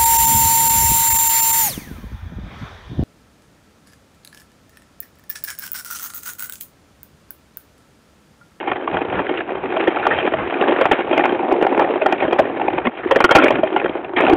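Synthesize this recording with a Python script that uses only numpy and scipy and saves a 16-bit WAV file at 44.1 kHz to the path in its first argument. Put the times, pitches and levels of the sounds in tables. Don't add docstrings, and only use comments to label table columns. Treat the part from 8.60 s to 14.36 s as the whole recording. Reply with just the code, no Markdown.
import sys
import numpy as np
from scipy import signal
from scipy.fft import rfft, irfft
from scipy.io import wavfile

SR = 44100
rng = np.random.default_rng(int(sys.argv[2]) if len(sys.argv) > 2 else 0)


def int16_out(signal):
    q = np.round(np.clip(np.atleast_2d(signal).T, -1, 1) * 32767)
    wavfile.write(sys.argv[1], SR, q.astype(np.int16))


def boost_factor(decibels):
    exponent = np.asarray(decibels, float) / 20
    return 10 ** exponent


N = 254222

# time in seconds, rolling level in dB, rattle share in dB.
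ROLLING_COURSE = [(0, -29, -4.5), (.3, -26, -9), (.65, -25.5, -2), (.97, -29, -8), (1.25, -21, -3.5),
                  (1.58, -20.5, -2.5), (1.7, -29, -2.5), (1.9, -28.5, 0), (2.07, -17, -8),
                  (2.25, -21.5, -3), (2.47, -23.5, -5), (2.65, -20.5, -4), (2.82, -22, -12),
                  (3.25, -17.5, -10), (3.56, -25.5, -5.5), (3.87, -21.5, -11), (4.15, -24, -10),
                  (4.35, -32, -4), (4.7, -27.5, 0), (4.86, -15, -2.5), (4.97, -22, -8.5), (5.3, -26, -7.5),
                  (5.553, -34.5, -12.5), (5.57, -16, 1), (5.65, -15, -6.5), (5.76, -12, -17)]
# frequency in Hz, level in dB, decay time to -60 dB in seconds.
DECK_MODES = [(301.6, 1.5, 0.019), (361.2, 7.5, 0.027), (425, 3, 0.0091)]
WHEEL_MODES = [(560, -4, 0.026), (641, -4.5, 0.033), (769.4, 2.5, 0.015), (867, -1.5, 0.0094)]
AXLE_MODES = [(1151.6, -2.5, 0.016), (1440, -1.5, 0.011), (1659, 1, 0.0056), (1831, -2.5, 0.01),
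              (2177, -3.5, 0.011), (2430, -0.5, 0.0097), (2720, -5, 0.0063), (3156, -11, 0.021),
              (3820, -36.5, 0.022)]


def rms_one(x):
    return x / np.sqrt(np.mean(x ** 2) + 1e-20)


def drift(corner_hz):
    step = 40
    pole = np.exp(-2 * np.pi * corner_hz * step / SR)
    noise = rng.standard_normal(N // step + 2002)
    slow = signal.lfilter([1], [1, -2 * pole, pole * pole], noise)[2000:]
    return np.interp(np.arange(N) / step, np.arange(len(slow)), rms_one(slow))


def ring(push, hz, t60):
    radius = boost_factor(-60 / (t60 * SR))
    angle = 2 * np.pi * hz / SR
    return signal.lfilter([0, np.sin(angle)], [1, -2 * radius * np.cos(angle), radius ** 2], push + 1e-18)


def clicks(per_s, spread_db):
    sizes = boost_factor(spread_db * np.minimum(rng.exponential(1, N), 4))
    signs = rng.choice([-1, 1], N)
    return sizes * signs * (rng.random(N) < per_s / SR)


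def rolling(modes, lumps, stones, stone_db):
    grit_per_s, crunch_s = 900, 0.0041
    fade = np.exp(-1 / (crunch_s * SR))
    out = 0
    for hz, level_db, t60 in modes:
        grit = rms_one(clicks(grit_per_s, spread_db=4.5)) * lumps
        favour = boost_factor(7.6 * np.clip(rng.standard_normal(N), -3, 1.4))
        crunch = rms_one(signal.lfilter([1], [1, -fade], stones * favour + 1e-18))
        push = grit + boost_factor(stone_db) * crunch * rng.standard_normal(N)
        push = push * boost_factor(2.97 * drift(10.9))
        out = out + boost_factor(level_db) * rms_one(ring(push, hz, t60))
    return rms_one(out)


def struck(modes, share_db, loudest_hz, length_ms, lag_ms):
    late = np.maximum(np.arange(4000) * 1000 / SR - lag_ms, 0)
    force = (1 - np.exp(-late / (0.092 * length_ms))) * np.exp(-late / length_ms)
    contact = rng.standard_normal(force.shape) * force
    octaves_off = np.log2(np.array(modes)[:, 0] / loudest_hz)
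    chance_db = 3 * rng.standard_normal(octaves_off.shape)
    strengths = boost_factor(chance_db + 12 * np.exp(-(octaves_off / .2) ** 2))
    rings = 0
    for k, (hz, level_db, t60) in enumerate(modes):
        passed = ring(contact, hz, 0.44 * t60)
        rings = rings + boost_factor(level_db) * strengths[:, [k]] * ring(passed, hz, t60) / t60
    return rings / np.abs(rings).max(axis=1, keepdims=True) * boost_factor(share_db)


def knocks():
    # start in seconds, peak level in dB ahead of the
    # bass cut, share of deck thud in dB, loudest ring in Hz, decay constant of the contact in ms.
    blows = [(0.072, -7.5, -8, 870, 15.6), (.115, -4, -16, 1120, 2.7), (0.275, -6, -26, 1150, 1.3),
             (0.338, -8, -8, 830, 14), (0.369, -4.5, -18.5, 1520, 1.8), (0.524, -18, -9, 750, 5.4),
             (.589, -5.5, -15, 920, 15), (.69, -8.5, -2, 760, 13), (1.168, -5, -14, 595, 1.4),
             (1.273, 0, -4, 494, 7.3), (1.466, 1, -46, 890, 2.6), (1.508, -4.5, -19, 1790, 16),
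             (1.586, -5, -17, 795, 1.1), (1.651, -4, -4.5, 530, 2.1), (1.672, -3.5, -6.5, 797, 6.2),
             (1.72, -8.5, -4, 506, 1.8), (1.736, -2.5, -15, 614, 2.8), (1.872, -8.5, -3, 580, 0.76),
             (2.089, 0.5, -4.5, 556, 3.8), (2.104, -6.5, -4, 630, 4.2), (2.209, 2, -18.5, 615, 9.5),
             (2.254, 1, -14, 900, 0.7), (2.312, 4.5, -13.5, 900, 5.1), (2.387, -5, -5, 830, 8.6),
             (2.526, -3, -10, 620, 11.5), (2.577, 2.5, -9.5, 560, 3), (2.604, -19.5, -22, 2790, 3.2),
             (2.636, -5.5, -18, 790, 4.1), (2.654, -1, -22, 770, 4.2), (2.827, -8, -10, 754, 8.7),
             (2.919, 0, -0.5, 754, 7.6), (3.011, 1, -3, 780, 2.9), (3.048, -0.5, -4, 506, 3),
             (3.066, -0.5, -26, 780, 3.5), (3.176, -0.5, -14, 775, 1.7), (3.239, -8.5, -7, 780, 7.1),
             (3.357, -9.5, -2, 710, 6.3), (3.412, -7.5, -20, 660, 13), (3.459, 2, -38, 855, 5),
             (3.523, -1.5, -16, 750, 6), (3.619, -4, -10, 770, 17), (3.678, -5.5, -7.5, 630, 5.9),
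             (3.725, 1.5, -16, 747, 7), (3.79, 4.5, -16, 660, 5.2), (4.081, -1.5, -15, 730, 1.6),
             (4.18, -4.5, -13, 800, 3.1), (4.251, -7.5, -12.5, 1980, 11), (4.269, -0.5, -15.5, 2180, 2.5),
             (4.454, -5, 22, 544, 4.2), (4.509, 1.5, -34, 565, 10), (4.558, 3, -12, 550, 6.8),
             (4.603, 3.5, -14, 567, 5), (4.64, 11, -7.5, 1430, 6.8), (4.691, -2, -25, 1410, 1.8),
             (4.707, 4, -15, 560, 9.9), (4.749, 12.5, -20, 632, 11), (4.781, 3, -9.5, 1440, 15),
             (4.82, 3, -11, 650, 2.5), (4.835, 2.5, -11.5, 555, 6.5), (4.904, -0.5, -15.5, 615, 5.4),
             (4.983, -5, -2, 816, 14), (5.031, 0.5, -10, 654, 4.6), (5.161, -1, -17, 854, 6.4),
             (5.197, -10, -19, 2500, 4), (5.242, -5.5, -11, 560, 7.1), (5.258, -7.5, -19, 1440, 3.8),
             (5.567, -4.5, -19, 1850, 4.8), (5.6, 2, -6, 572, 9), (5.694, -1, -4.5, 795, 12),
             (5.722, 0, -4.5, 755, 8.9)]
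    s, peak_db, deck_db, loudest_hz, length_ms = np.transpose(blows)[:, :, None]
    times, _, rattle_db = np.transpose(ROLLING_COURSE)
    axle_db = -7.5 + 0.96 * np.interp(s, times, rattle_db)
    wheel_db = np.where(loudest_hz < 1000, -8.0, -17.0)
    rings = struck(DECK_MODES, deck_db, loudest_hz, length_ms, lag_ms=0.87)
    rings = rings + struck(WHEEL_MODES, wheel_db, loudest_hz, length_ms, lag_ms=0)
    rings = rings + struck(AXLE_MODES, axle_db, loudest_hz, length_ms, lag_ms=0)
    rings = rings / np.abs(rings).max(axis=1, keepdims=True) * boost_factor(peak_db)
    out = np.zeros(N + rings.shape[1])
    for start, one in zip((s[:, 0] * SR).astype(int), rings):
        out[start:start + len(one)] += one
    return out[:N]


def board():
    deck_db, wheel_db = 2, -2
    small_stones_per_s = 70
    s, rolling_db, rattle_db = np.transpose(ROLLING_COURSE)
    t = np.arange(N) / SR
    level = boost_factor(np.interp(t, s, rolling_db))
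    rattle = boost_factor(np.interp(t, s, rattle_db))
    lumps = boost_factor(1.75 * drift(15.0))
    stones = np.abs(clicks(small_stones_per_s, spread_db=2.5))
    parts = boost_factor(deck_db) * rolling(DECK_MODES, lumps, stones, stone_db=0.0)
    parts = parts + boost_factor(wheel_db) * rolling(WHEEL_MODES, lumps, stones, stone_db=1.0)
    parts = parts + rattle * rolling(AXLE_MODES, lumps, stones, stone_db=3.5)
    return level * parts + knocks()


def thumps():
    # start in seconds, peak level in dB.
    landings = [(4.254, -17), (4.27, -12)]
    hz, t60, contact_ms = 248, .03, 2.5
    ms = np.arange(4000) * 1000 / SR
    out = np.zeros(N + len(ms))
    for s, peak_db in landings:
        push = rng.standard_normal(len(ms)) * ms * np.exp(-ms / contact_ms)
        one = ring(ring(push, hz, t60), hz, t60 / 2)
        start = int(s * SR)
        out[start:start + len(ms)] += boost_factor(peak_db) * one / np.abs(one).max()
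    return out[:N]


def street():
    # frequency in Hz, relative density in dB per Hz.
    spectrum = [(30, -34), (60, -13), (120, -8), (220, -11), (500, -9), (1500, -16), (3000, -29.5),
                (5000, -54)]
    points_hz, density_db = np.transpose(spectrum)
    hz = np.maximum(np.arange(N // 2 + 1) * SR / N, 1)
    colour = boost_factor(np.interp(np.log(hz), np.log(points_hz), density_db))
    noise = rms_one(irfft(rfft(rng.standard_normal(N)) * colour, N))
    return boost_factor(-38.5 + 6.2 * drift(5.1)) * noise


def echoed(near):
    lag = int(.011 * SR)
    delayed = np.concatenate([np.zeros(lag), near[:-lag]])
    return near + boost_factor(-24) * signal.lfilter([.3], [1, -.7], delayed)


def scene():
    bass_cut = signal.butter(3, 301.5, "high", fs=SR, output="sos")
    thin = signal.sosfilt(bass_cut, echoed(board()))
    return (thin + thumps() + street())[None]


def low_pass(x):
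    return signal.sosfilt(signal.butter(12, 16400, fs=SR, output="sos"), x)


def record(dry):
    overload, lopsided, full_scale = 1.175, .09, .71
    x = overload * np.tanh(dry / overload)
    coupling = signal.butter(2, 70, "high", fs=SR, output="sos")
    x = x + lopsided * signal.sosfilt(coupling, x ** 2)
    x = signal.sosfilt(signal.butter(6, 4000, fs=SR, output="sos"), x)
    x = signal.sosfilt(signal.cheby2(12, 70, 4900, fs=SR, output="sos"), x)
    return low_pass(np.clip(x, -full_scale, full_scale))


dry = scene()
out = record(dry)
int16_out(out)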